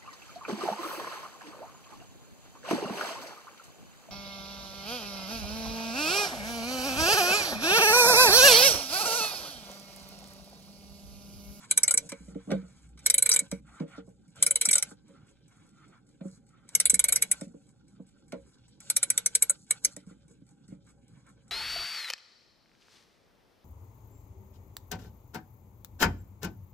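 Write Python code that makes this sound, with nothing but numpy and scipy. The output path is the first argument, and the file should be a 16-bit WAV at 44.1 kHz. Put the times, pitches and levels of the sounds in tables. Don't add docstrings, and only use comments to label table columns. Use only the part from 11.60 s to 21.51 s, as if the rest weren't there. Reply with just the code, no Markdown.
import sys
import numpy as np
from scipy import signal
from scipy.fft import rfft, irfft, next_fast_len
from scipy.io import wavfile
from scipy.ndimage import uniform_filter1d

SR = 44100
rng = np.random.default_rng(int(sys.argv[2]) if len(sys.argv) > 2 else 0)


def put_to_file(sound):
    columns = np.atleast_2d(sound).T
    safe = np.clip(columns, -1, 1)
    whole_steps = np.round(safe * 32767)
    wavfile.write(sys.argv[1], SR, whole_steps.astype(np.int16))


N = 437021

# t/s, level/dB of the 6.8-9 kHz part, then level/dB against it of dial, bezel,
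# plates, wheels, pawl spring; rattle length/ms, rebound delay/ms, rebound level/dB, lead-in level/dB
TEETH = [(0.11, -10.5, -25.5, -16.5, -13.5, -13, -0.5, 5.1, 7.4, -16, -27.5),
         (0.1745, -9.5, -23.0, -19.5, -11.5, -8.5, 3.5, 2.3, 6.4, -8.5, -35.5),
         (0.2314, -8.5, -27.5, -21, -25.5, -7, -6, 5.2, 5.3, -10, -43),
         (0.278, -9.5, -29, -20, -14.5, -21, -9.5, 4.4, 15, -16, -36.5),
         (0.3077, -12, -21, -22, -18, -11, -0.5, 4.6, 8.8, -10.5, -31.5),
         (0.3385, -13, -20.5, -17.0, -25.5, -22.0, -1.5, 2.5, 4.4, -6, -33),
         (0.3738, -9.5, -27.5, -21, -20, -8.5, -6, 3.6, 12, -18, -32.5),
         (1.4601, -9, -23, -18.5, -13, -9.5, -3.5, 4.7, 5.2, -19, -32.5),
         (1.4987, -10.5, -27.0, -16, -11.5, -6.5, 0.5, 2.1, 6.2, 0, -48),
         (1.5406, -10.5, -32, -17.5, -16, -22.0, 1, 2.1, 5.8, -6, -31),
         (1.5796, -10.5, -30, -20, -14.5, -15.5, -0.5, 3.4, 9.3, -6, -36),
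         (1.6224, -8.5, -26.5, -22, -16.5, -21.5, -0.5, 2.7, 3.1, -4, -52.5),
         (1.6597, -11.5, -24.0, -14.5, -15.5, -16, -4.5, 2.9, 9.8, -13.5, -17.5),
         (1.6903, -10.5, -23.5, -20.5, -11.5, -23.5, -2.5, 5.0, 3.5, -8, -39),
         (1.7146, -18, -16, -13, -7, 6.5, 2.5, 3.9, 12, -2, -21),
         (1.7368, -16.5, -17, -17.5, -17.5, -4.5, 2.0, 5.1, 6.9, -7, -17),
         (1.76, -10.5, -26, -18.5, -12, -19, -5, 3.9, 4.9, -9, -25),
         (1.79, -13, -25.5, -19.5, -19.5, -13.5, -5.0, 3.6, 8.2, -9, -32.5),
         (2.8245, -8.5, -25.5, -20.5, -14.5, -8.5, 3, 2.9, 7.4, -5.5, -40),
         (2.8632, -14, -22, -12.5, -17.5, -6, 4, 6.3, 8.3, -16, -22),
         (2.9077, -11.5, -24.5, -18, -22, -26.5, 0.5, 3.3, 6.4, -18.5, -31.5),
         (2.9552, -11.5, -29, -19.5, -15, -15, -2.5, 4.8, 11, -12, -44),
         (3.011, -14.5, -23.5, -15, -11.5, -10.5, 1, 7.3, 4.1, -15, -32.5),
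         (3.0523, -14.5, -23, -17.5, -15.5, -6, 0, 6.7, 4, -2, -17.5),
         (3.0864, -12.5, -34.5, -13.0, -10, -21.0, -8.5, 3.7, 5.6, -9.5, -28.5),
         (3.1108, -14, -22, -14.5, -22.5, -5.0, -0.0, 2.0, 9.1, -10.5, -18),
         (3.1291, -10, -34, -17.5, -10.5, -10, -8.5, 5.9, 4.1, -2.5, -27.5),
         (3.1534, -7.5, -25.5, -27, -19.5, -15.5, -10.5, 5.6, 11, -22.5, -26.5),
         (3.1804, -15.5, -24.5, -17, -18, -2.5, -3, 4.8, 13.8, -21, -19),
         (3.224, -18, -23, -13, -12.5, -4.5, 3, 2.7, 7.4, -10.5, -36.5),
         (5.1499, -10, -28.5, -17.5, -14, -4, 1.5, 1.8, 7.6, -11, -46.5),
         (5.1991, -13.5, -22.5, -15.5, -14, -4.5, 4, 3.8, 10, -14.5, -33.5),
         (5.254, -8.5, -29.5, -20.5, -13, -31, -1.5, 4.5, 12, -15, -52.5),
         (5.2961, -10, -27.5, -22, -16.5, -10, -2.5, 6.5, 3.5, -5.5, -37.5),
         (5.341, -12.5, -26.5, -15.5, -17, -11, 0, 4.6, 10.6, -10, -28),
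         (5.3917, -10.5, -26, -17, -12.5, -12.5, 0, 3.7, 6.2, -6.5, -43.5),
         (5.4398, -10.5, -28, -17, -17.0, -12, -1.5, 4.1, 8.6, -16, -44),
         (5.4835, -18.5, -18, -9.5, -9.5, -16.5, 4.5, 6.2, 5.5, -9.5, -28.5),
         (5.5218, -12.5, -21, -17.5, -12, -12.5, 1, 5.2, 2.2, -14, -38.5),
         (5.5587, -13.5, -24, -15, -17, -2, 1, 6.0, 5.9, -18, -17),
         (5.6213, -11, -24, -15, -15.5, -12.5, -0.0, 4.0, 4.6, -12, -25),
         (5.7132, -13, -29.5, -15, -19, -8.5, 5.5, 3.7, 5.7, -10, -35),
         (7.2987, -15, -21.5, -17, -11, -9, 1.5, 4.3, 7.8, -17, -35),
         (7.3631, -15, -22.5, -15.5, -11.5, -2, 3.5, 5.2, 3.5, -6, -28),
         (7.4286, -12.5, -23, -16, -13.5, -14.5, 1.5, 3.7, 4.7, -9.5, -36),
         (7.5007, -13, -28.5, -16.5, -20, -7, 3.5, 3.6, 6.0, -12, -44.5),
         (7.5762, -9.5, -30.5, -19, -12, -9, -4, 1.6, 9.6, -14.5, -37),
         (7.6598, -12.5, -23.5, -20.5, -19.5, -4.5, 2, 4.1, 5.5, -13, -34),
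         (7.75, -9, -31.0, -18.5, -17, -11, -5, 3.6, 5.2, -6, -33.5),
         (7.8224, -7.5, -29, -19.5, -18.0, -15, -2.5, 2.3, 7.8, -16.5, -32.5),
         (7.8952, -10, -24.5, -25.5, -22, -32.5, -1.5, 3.7, 7.2, -3, -43),
         (8.1071, -12.5, -23.5, -14, -12, -16, -1, 3.1, 4.9, -15.5, -32.5),
         (8.2469, -14.5, -25, -14, -19.5, 0, 2.5, 3.7, 4.4, -16, -26)]
# t/s, level/dB of the 6.8-9 kHz part,
# extra ring/dB before KEY_FOLLOWS, rattle length/ms
KEY = [(0.4896, -35.5, -3, 13), (0.5173, -38.5, 7.5, 4.4), (0.744, -71.5, 22, 8.8), (0.903, -53, 20.5, 8),
       (0.9142, -42.5, 16.5, 4.3), (1.3732, -60, 11.5, 11), (1.3896, -50.5, 2.5, 9.1),
       (1.913, -30.5, -1, 3.3), (2.197, -63.5, 23.5, 6), (2.362, -67, 15.5, 8.8), (2.757, -54, 0, 10),
       (3.3045, -48.5, -10, 6.9), (4.607, -80, 30, 6), (5.089, -41.5, -2.5, 2.1), (5.8096, -37, -3, 4.6),
       (6.7197, -48, 14, 6.6), (7.2024, -42.5, -5.5, 5.1), (8.2386, -44, -10, 9), (8.3633, -35, -7, 3.5)]
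TOOTH_PARTS_HZ = [380, 700, 1800, 3000, 4800, 6800, 9000, 12500]
TOOTH_CASE_DB, TOOTH_SHIVER_DB = -31, -45
KEY_COLOUR_DB, KEY_SHIVER_DB = (-38, -13, -9, -10, -3, -3.5), -21
KEY_FOLLOWS = (.3, 1.2, .95, 1, 0.4, .05)
USUAL_BOUNCE = (2, -8.5, -30)
SHIVER_S = .033


def ratchet():
    teeth = [(s, peak_db, TOOTH_CASE_DB, *rest, TOOTH_SHIVER_DB) for s, peak_db, *rest in TEETH]
    out = 0
    for rows, damping in [(teeth, 1.6), (small_clicks(), 3.5)]:
        forces = rattle(rows, per_s=14000, tail_s=SHIVER_S)
        out = out + blows(rows, TOOTH_PARTS_HZ, forces, LEAD_S, damping, crack_db=12, spread_db=3)
    return out


def small_clicks():
    s, peak_db, ring_db, length_ms = np.transpose(KEY)[:, :, None]
    parts_db = np.array(KEY_COLOUR_DB) + np.array(KEY_FOLLOWS) * ring_db
    bounce = np.array(USUAL_BOUNCE) + 0 * s
    return np.hstack([s, peak_db, parts_db, length_ms, bounce, KEY_SHIVER_DB + 0 * s])


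LEAD_S = .014
HIT_DB, HIT_S, LEAD_IN_S = 2, 0.0016, 0.0029
RISE_S = .0012
BODY_STRETCH, BODY_SHIVER_DB = 1.7, 10.5


def rattle(rows, per_s, tail_s):
    t = np.arange(4600) / SR - LEAD_S
    after = np.maximum(t, 0)
    length_ms, delay_ms, rebound_db, lead_in_db, shiver_db = np.array(rows)[:, -5:].T[:, :, None]
    lengths = length_ms / 1000
    since = t - delay_ms / 1000

    chance, side, size = np.moveaxis(rng.random((len(rows), 3, len(t))), 1, 0)
    touches = (chance < per_s / SR) * np.sign(side - .5) * (.5 - np.log(size + 0.0029))

    hit = from_db(HIT_DB) * np.exp(-after / HIT_S)
    rebound_fade = np.exp(-np.maximum(since, 0) / (.5 * lengths))
    rebound = from_db(rebound_db + HIT_DB) * np.clip(since / RISE_S, 0, 1) * rebound_fade
    lead_in = from_db(lead_in_db + HIT_DB) * 2 * np.exp(t / LEAD_IN_S) * (t < 0)
    rise = np.minimum(after / RISE_S, 1) ** 2

    forces = []
    for stretch, extra_db in [(BODY_STRETCH, BODY_SHIVER_DB), (1, 0)]:
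        fade = np.exp(-after / (stretch * lengths))
        shiver = from_db(shiver_db + extra_db) * np.exp(-after / tail_s)
        forces.append(touches * (lead_in + rebound + rise * (hit + fade + shiver)))
    return forces


# f/Hz, width/Hz before damping, level/dB
CASE = [(188, 7, -4), (230, 14, -15), (262, 12, -15), (289, 9, -10), (386, 14, -30), (471, 9, -7),
        (553, 9, -5)]
# f/Hz, width/Hz before damping, level/dB
MOVEMENT = [(757, 160, -29), (1106.6, 130, -24), (1371, 30, -19.5), (1506, 22, -6.5), (1700, 230, -24),
            (2269, 43, -20), (2262, 31, -7.5), (2180, 81, -20), (3213, 80, -20), (3986, 46, -10.5),
            (4450, 68, -17), (5990, 58, -19), (6280, 51, -14.5), (6240, 210, -19), (3050, 57, -21.5),
            (4200, 83, -29), (7450, 90, -13), (8025, 90, 4), (8700, 600, 4.5), (7990, 50, -3),
            (8774, 120, -9.5), (9760, 40, -8), (9860, 190, -8), (10143, 100, -7), (10600, 38, -9),
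            (10750, 130, 0.5), (11280, 40, -3), (11293, 170, -2.5)]
BODY_TOP_HZ = 4800
CASE_DETUNE, BODY_DETUNE, STEEL_DETUNE = .01, .018, .004
BODY_DAMPING, DAMPING_SPREAD_DB = 2.0, 1.5


def blows(rows, parts_hz, forces, lead_s, damping, crack_db, spread_db):
    rows = np.array(rows)
    modes = CASE + MOVEMENT
    reference = parts_hz.index(6800) if 6800 in parts_hz else 0
    against_db = np.insert(rows[:, 2:len(parts_hz)], reference, 0, axis=1)
    levels_db = rows[:, 1:2] + against_db

    shape = (len(rows), len(modes))
    strengths = from_db(spread_db * rng.standard_normal(shape))
    pitches = rng.standard_normal(shape)
    losses = from_db(DAMPING_SPREAD_DB * rng.standard_normal(shape))

    sound = 0
    for k, (low, high) in enumerate(zip(parts_hz, parts_hz[1:])):
        body = low < BODY_TOP_HZ
        force = forces[0 if body else 1]
        part = from_db(crack_db) * force
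        for m, (hz, width_hz, mode_db) in enumerate(modes):
            if not low <= hz < high:
                continue
            detune = CASE_DETUNE if m < len(CASE) else BODY_DETUNE if body else STEEL_DETUNE
            mode_hz = hz * (1 + detune * pitches[:, m])
            widths = damping * losses[:, m] * BODY_DAMPING ** body * width_hz
            ringing = np.array([ring(*blow) for blow in zip(force, mode_hz, widths)])
            part = part + ringing * from_db(mode_db) * strengths[:, m:m + 1]
        part = signal.sosfilt(signal.butter(3, [low, high], "band", fs=SR, output="sos"), part)
        sound = sound + part / crest(part) * from_db(levels_db[:, k:k + 1])

    out = np.zeros(N + forces[0].shape[1])
    for s, one in zip(rows[:, 0], sound):
        start = round((s - lead_s) * SR)
        out[start:start + len(one)] += one
    return out[:N]


# t/s, level/dB of the lowest group of case modes, level/dB against it of the
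# second, third and fourth group; push length/ms
KNOCKS = [(0.521, -40.5, 7, -1.5, 5, 5.5), (0.601, -42.5, -4, -21, -24, 36), (0.678, -36, -9, -16, -26, 30),
          (0.754, -31, 3, -3.5, -13.5, 5.5), (0.872, -34, -1, -8.5, -12.5, 13),
          (0.892, -29, -5, -5, -7, 17), (0.915, -19, -2.5, -3.5, -7.5, 8),
          (0.934, -19, -9, -12.5, -16, 12.5), (1.023, -40, -8, -13.5, -18.5, 28),
          (1.816, -41.5, 2, -15.5, -10, 2.8), (1.921, -25, -4, -13, -7, 3.3),
          (2.202, -24.5, 0.5, -14.5, -11.5, 16.7), (2.377, -40, 6.5, 0.5, -6.5, 13),
          (2.475, -48.5, 1.5, -2, -4, 9.5), (3.072, -37.5, -2, -17.5, -6.5, 9.1),
          (3.313, -46.5, 4, 1, -8.5, 7), (3.489, -49, -7.5, -12, -5.5, 9),
          (4.608, -31.5, -7, -17.5, -11.5, 16), (4.65, -30.5, -3.5, -10.5, -17, 10.2),
          (5.328, -34, -2.5, -3, -11.5, 2.1), (5.815, -30.5, -1, -9.5, -6.5, 2.6),
          (5.864, -36, -8, -26.5, -28, 25), (5.941, -48.5, 9, 3, -5, 10.6),
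          (6.396, -36, -2.5, -17, -14.5, 7.3), (6.727, -38, 4.5, 3, 5, 14.5),
          (8.366, -43, 1.5, -2, -2.5, 6.2), (8.466, -38.5, -13, -21.5, -24, 12),
          (8.507, -43.5, -2.5, -11, -20.5, 6.6), (8.704, -54.5, -1, -1, -9, 4.6),
          (8.815, -46.5, 0, -27, -20, 4.8), (9.082, -43, -6, -19, -29, 25),
          (9.119, -36, -3.5, -19.5, -17.5, 13.3)]
KNOCK_PARTS_HZ = [150, 240, 360, 500, 700, 1300]
KNOCK_DIAL_DB = -12
THUMP_DB, THUMP_S = -6.5, .0008


def knocks():
    t = np.arange(7500) / SR
    lengths = np.array(KNOCKS)[:, -1:] / 1000
    uneven = rng.standard_normal((len(KNOCKS), len(t)))
    push = uneven * (t / lengths) ** 0.41 * np.exp(-t / lengths)
    thump = from_db(THUMP_DB) * np.exp(-((t - .003) / THUMP_S) ** 2)
    rows = [(*levels, levels[-1] + KNOCK_DIAL_DB) for *levels, length_ms in KNOCKS]
    return blows(rows, KNOCK_PARTS_HZ, [push + thump], .004, damping=1.15, crack_db=7, spread_db=2)


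BEAT_S, SWING_S, RETURN = .279, .4, .465
TICK_DB, TOCK_DB = -61, -64.5
DROP_S = .024
BEAT_COLOUR_DB = (-28, -14, -13, -11, -5.5, -7.5)
BEAT_RATTLE_MS, BEAT_SHIVER_DB = 1.2, -8
BEAT_GROWTH_DB_PER_S = 0.5


def escapement():
    ticks = np.arange(BEAT_S, N / SR - .02, SWING_S)
    tocks = ticks[:-1] + RETURN * SWING_S
    beats = [(ticks, TICK_DB), (tocks, TOCK_DB), (tocks + DROP_S, TOCK_DB + 2.0)]
    blow = (*BEAT_COLOUR_DB, BEAT_RATTLE_MS, *USUAL_BOUNCE, BEAT_SHIVER_DB)
    rows = np.array([(s, level_db, *blow) for times, level_db in beats for s in times])
    growth_db = BEAT_GROWTH_DB_PER_S * (rows[:, 0] - N / SR / 2)
    rows[:, 1] += growth_db + 1.2 * rng.standard_normal(len(rows))
    forces = rattle(rows, per_s=3600, tail_s=0.02)
    return blows(rows, TOOTH_PARTS_HZ, forces, LEAD_S, damping=1.5, crack_db=18, spread_db=5)


# t/s, length/s, level/dB of the grip on the case
TURNS = [(0.07, 0.4, -55.5), (1.415, 0.45, -53.5), (2.747, 0.58, -58.5), (5.106, 0.74, -57),
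         (7.197, 0.753, -66), (8.071, 0.11, -63), (8.211, 0.082, -57)]
STRAIN_ATTACK_S, STRAIN_RELEASE_S = 0.032, 0.012
REST_GRIP_DB = -81.5
REGRIP_DB, REGRIP_S = -20, 0.012


def grip():
    squeeze = rng.standard_normal(N) * from_db(5.4 * drift(4.0))
    stirred = rms_one(sum(ring(squeeze, hz, width_hz) * from_db(mode_db) for hz, width_hz, mode_db in CASE))
    regrips = [(s, 0, peak_db + REGRIP_DB) for s, peak_db, *rest in KNOCKS]
    turn_gain = swells(TURNS, REST_GRIP_DB, STRAIN_ATTACK_S, STRAIN_RELEASE_S)
    regrip_gain = swells(regrips, REST_GRIP_DB, 0.0084, REGRIP_S)
    return np.hypot(turn_gain, regrip_gain) * stirred


def strain():
    turns = [(s, length, 0) for s, length, grip_db in TURNS]
    return swells(turns, -63, STRAIN_ATTACK_S, STRAIN_RELEASE_S)


# t/s, length/s, swish level/dB, scrape level/dB
STROKES = [(-.06, 0.11, -57, -59), (0.509, 0.21, -68.5, -65.5), (0.74, 0.28, -68, -70.5),
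           (0.988, 0.28, -71.5, -72), (2.041, 0.18, -63.5, -70.5), (2.256, 0.14, -58, -73.5),
           (3.417, 0.3, -72, -83), (3.87, 0.2, -70, -76), (4.093, 0.29, -68.5, -79),
           (4.605, 0.17, -73.5, -69), (4.88, 0.29, -75.5, -100), (5.88, 0.18, -96.5, -77),
           (6.302, 0.21, -84.5, -87), (6.63, 0.32, -83.5, -76), (7.924, 0.12, -86, -69),
           (8.147, 0.081, -85, -65), (8.28, 0.053, -71, -59), (8.448, 0.079, -70, -72.5),
           (8.682, 0.039, -80, -69.5), (8.866, 0.046, -83, -72), (9.091, 0.046, -65, -74),
           (9.258, 0.042, -66, -72), (9.484, 0.22, -74, -81.5), (9.853, 0.088, -74, -85)]
# f/Hz, relative level/dB per Hz
SCRAPE = [(2940, -39), (4200, -8.5), (5300, -12), (6400, -5.5), (7680, -2.5), (8170, -5), (9380, -13.5),
          (11200, -9.5), (11600, -21), (12500, -46), (16200, -79), (22000, -120)]
STROKE_ATTACK_S, STROKE_RELEASE_S = 0.053, 0.015
TURN_SCRAPE_DB, REST_SCRAPE_DB = -61.5, -83.5
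WHIRR_DB, WHIRR_S, WHIRR_RELEASE_S = -78.5, 0.047, .025


def scrape():
    stroke_gain = swells(np.array(STROKES)[:, [0, 1, 3]], REST_SCRAPE_DB, STROKE_ATTACK_S, STROKE_RELEASE_S)
    swings = np.arange(BEAT_S, N / SR, SWING_S)
    beats = [(s + share * SWING_S, WHIRR_S, WHIRR_DB) for s in swings for share in (0, RETURN)]
    whirr_gain = swells(beats, -100, .012, WHIRR_RELEASE_S)
    turn_gain = from_db(TURN_SCRAPE_DB) * strain()
    gain = np.sqrt(turn_gain ** 2 + stroke_gain ** 2 + whirr_gain ** 2)
    return gain * coloured(SCRAPE, grit(12000), patchy_db=2.5) * from_db(1.3 * drift(8))


# f/Hz, relative level/dB per Hz
SWISH = [(380, -50), (650, -14.5), (1190, -7), (1320, -1.5), (1770, -12.5), (2220, -10.5), (2650, -19.5),
         (3340, -15), (5570, -28.5), (6000, -23.5), (7800, -53), (13200, -120)]


def swish():
    gain = swells(np.array(STROKES)[:, [0, 1, 2]], -95, STROKE_ATTACK_S, STROKE_RELEASE_S)
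    noise = coloured(SWISH, rng.standard_normal(N), patchy_db=3.5)
    return gain * noise * from_db(2.5 * drift(9.0))


# f/Hz, relative level/dB per Hz
RUSTLE = [(350, -40.5), (600, -14.5), (680, -19.5), (801, -4.5), (1200, -11), (1530, 1.5), (1800, -14.5),
          (2270, -10.5), (3600, -6.5), (6000, -14), (7800, -51.5), (13200, -120)]
TURN_RUSTLE_DB, REST_RUSTLE_DB = -62.5, -79


def rustle():
    gain = np.hypot(from_db(TURN_RUSTLE_DB) * strain(), from_db(REST_RUSTLE_DB + 2.5 * drift(1.3)))
    return gain * coloured(RUSTLE, grit(8000), patchy_db=4.5) * from_db(1.4 * drift(25))


# t/s, length/s, level/dB
BOOMS = [(.55, 0.089, -54), (.9, .1, -57), (1.22, 0.13, -56), (1.55, .1, -65), (1.88, 0.11, -55.5),
         (2.25, 0.16, -70.5), (2.9, 0.43, -68), (5.25, 0.16, -58), (5.7, 0.15, -64.5), (6.75, 0.1, -66),
         (8.3, 0.16, -65.5), (9.08, 0.092, -67)]
BOOM_ATTACK_S, BOOM_RELEASE_S = 0.039, 0.2
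TABLE_HZ, REST_RUMBLE_DB = 62, -75


def rumble():
    narrow = ring(rng.standard_normal(N), TABLE_HZ, 3.0)
    boom = rms_one(ring(narrow, TABLE_HZ, 28))
    return swells(BOOMS, REST_RUMBLE_DB, BOOM_ATTACK_S, BOOM_RELEASE_S) * boom


# f/Hz, relative level/dB per Hz
ROOM = [(15, -43.5), (25, -12), (81, -14), (119, 2.5), (149, 0), (201, -1), (241, -5.5), (297, -5),
        (355, -14), (541, -18), (647, -43), (810, -17.5), (900, -46), (1170, -63.5), (1980, -120)]
ROOM_DB = -61.5


def room():
    shared, left, right = [coloured(ROOM, rng.standard_normal(N), patchy_db=4.0) for _ in range(3)]
    return from_db(ROOM_DB) * (ports(shared) + from_db(-6.5) * np.array([left, right]))


EARLY_DB, EARLY_T60_S = -6, .016
CAVITY_DB, CAVITY_T60_S = -6, 0.081
WALL_DB, WALL_T60_S, WALL_CUT_HZ = -22, 0.082, 4000


def surroundings(clock):
    shade = 2.34 * drift(2.8)
    first, second = reflections(clock, EARLY_T60_S), reflections(clock, EARLY_T60_S)
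    early = np.cos(shade) * first + np.sin(shade) * second
    cavity = reflections(clock, CAVITY_T60_S, BODY_TOP_HZ)
    walls = reflections(clock, WALL_T60_S, WALL_CUT_HZ)
    return from_db(EARLY_DB) * early + from_db(CAVITY_DB) * cavity + from_db(WALL_DB) * walls


def reflections(x, t60, top_hz=16000):
    t = np.arange(int(t60 * SR)) / SR
    tails = rng.standard_normal((2, len(t))) * from_db(-60 * t / t60) * (t > .001)
    tails = tails / np.sqrt(np.sum(tails[0] ** 2))
    thin = signal.sosfilt(signal.butter(2, [350, top_hz], "band", fs=SR, output="sos"), x)
    return signal.fftconvolve(thin[None], tails, axes=1)[:, :N]


# f/Hz, lead of the left/rad
PORT_PHASE = [(30, 0), (188, -.5), (470, -1.3), (560, -.6), (1100, .2), (2500, .4), (3000, 2.3),
              (4200, 2.2), (4600, 3.1), (5700, 3.2), (6350, 4.4), (6600, 5.9), (8000, 6.28), (9500, 6.4),
              (10100, 7.3), (10800, 8.5), (12000, 9.4), (13000, 9.6)]
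# f/Hz, level/dB of left over right
PORT_BALANCE = [(60, 0), (150, -3), (250, -1), (300, -3), (470, -3), (554, -7), (800, -1.5), (1900, -2),
                (2300, -7), (2700, -3), (3500, 0), (3900, -3), (4500, 0), (13000, 0)]


def ports(x):
    size = next_fast_len(N + SR)
    hz = np.arange(size // 2 + 1) * SR / size
    step = from_db(at_hz(PORT_BALANCE, hz) / 2) * np.exp(.5j * at_hz(PORT_PHASE, hz))
    return irfft(rfft(x, size) * np.array([step, 1 / step]), size)[:, :N]


def ring(force, hz, width_hz):
    r, w = np.exp(-np.pi * width_hz / SR), 2 * np.pi * hz / SR
    return signal.lfilter([0, np.sin(w)], [1, -2 * r * np.cos(w), r * r], force + 1e-18)


def crest(rows):
    return 2 * np.sqrt(uniform_filter1d(rows ** 2, size=130, axis=1).max(axis=1, keepdims=True))


PATCH_HZ = 14


def coloured(spectrum, source, patchy_db):
    size = next_fast_len(N)
    hz = np.arange(size // 2 + 1) * SR / size
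    shaped = rfft(source, size) * from_db(at_hz(spectrum, hz))
    octaves, out = np.log2(hz + 1), 0
    for centre in np.arange(np.log2(spectrum[1][0]) - 1, np.log2(spectrum[-2][0]) + 1):
        share = np.clip(1 - np.abs(octaves - centre), 0, 1)
        out = out + irfft(shaped * share, size)[:N] * from_db(patchy_db * drift(PATCH_HZ))
    return rms_one(out)


def grit(per_s):
    return (rng.random(N) < per_s / SR) * rng.standard_normal(N) * (1.7 + rng.exponential(1, N))


def swells(rows, rest_db, attack_s, release_s):
    t = np.arange(0, N + 100, 100) / SR
    start, length, level_db = np.transpose(rows)[:, :, None]
    shape = np.clip((t - start) / attack_s, 0, 1) * np.exp(-np.maximum(t - start - length, 0) / release_s)
    power = from_db(rest_db) ** 2 + np.sum((from_db(level_db) * shape) ** 2, axis=0)
    return np.interp(np.arange(N) / SR, t, np.sqrt(power))


def drift(rate):
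    r = np.exp(-80 * np.pi * rate / SR)
    noise = rng.standard_normal(N // 40 + 2002)
    slow = signal.lfilter([1], [1, -2 * r, r * r], noise)[2000:]
    return np.interp(np.arange(N) / 40, np.arange(len(slow)), rms_one(slow))


def at_hz(points, hz):
    table = np.array(points)
    return np.interp(np.log(hz + 1), np.log(table[:, 0] + 1), table[:, 1])


def from_db(db):
    return 10 ** (np.asarray(db) / 20)


def rms_one(x):
    return x / np.sqrt(np.mean(x ** 2) + 1e-20)


def scene():
    hand = grip() + scrape() + swish() + rustle() + rumble()
    clock = ratchet() + knocks() + escapement() + hand
    return ports(clock) + surroundings(clock) + room()


def record(dry):
    rounded = .7 * np.tanh(dry / .7)
    dulled = signal.sosfilt(signal.butter(4, 11800, fs=SR, output="sos"), rounded)
    return signal.sosfilt(signal.butter(8, 12683, fs=SR, output="sos"), dulled)


dry = scene()
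out = record(dry)
put_to_file(out)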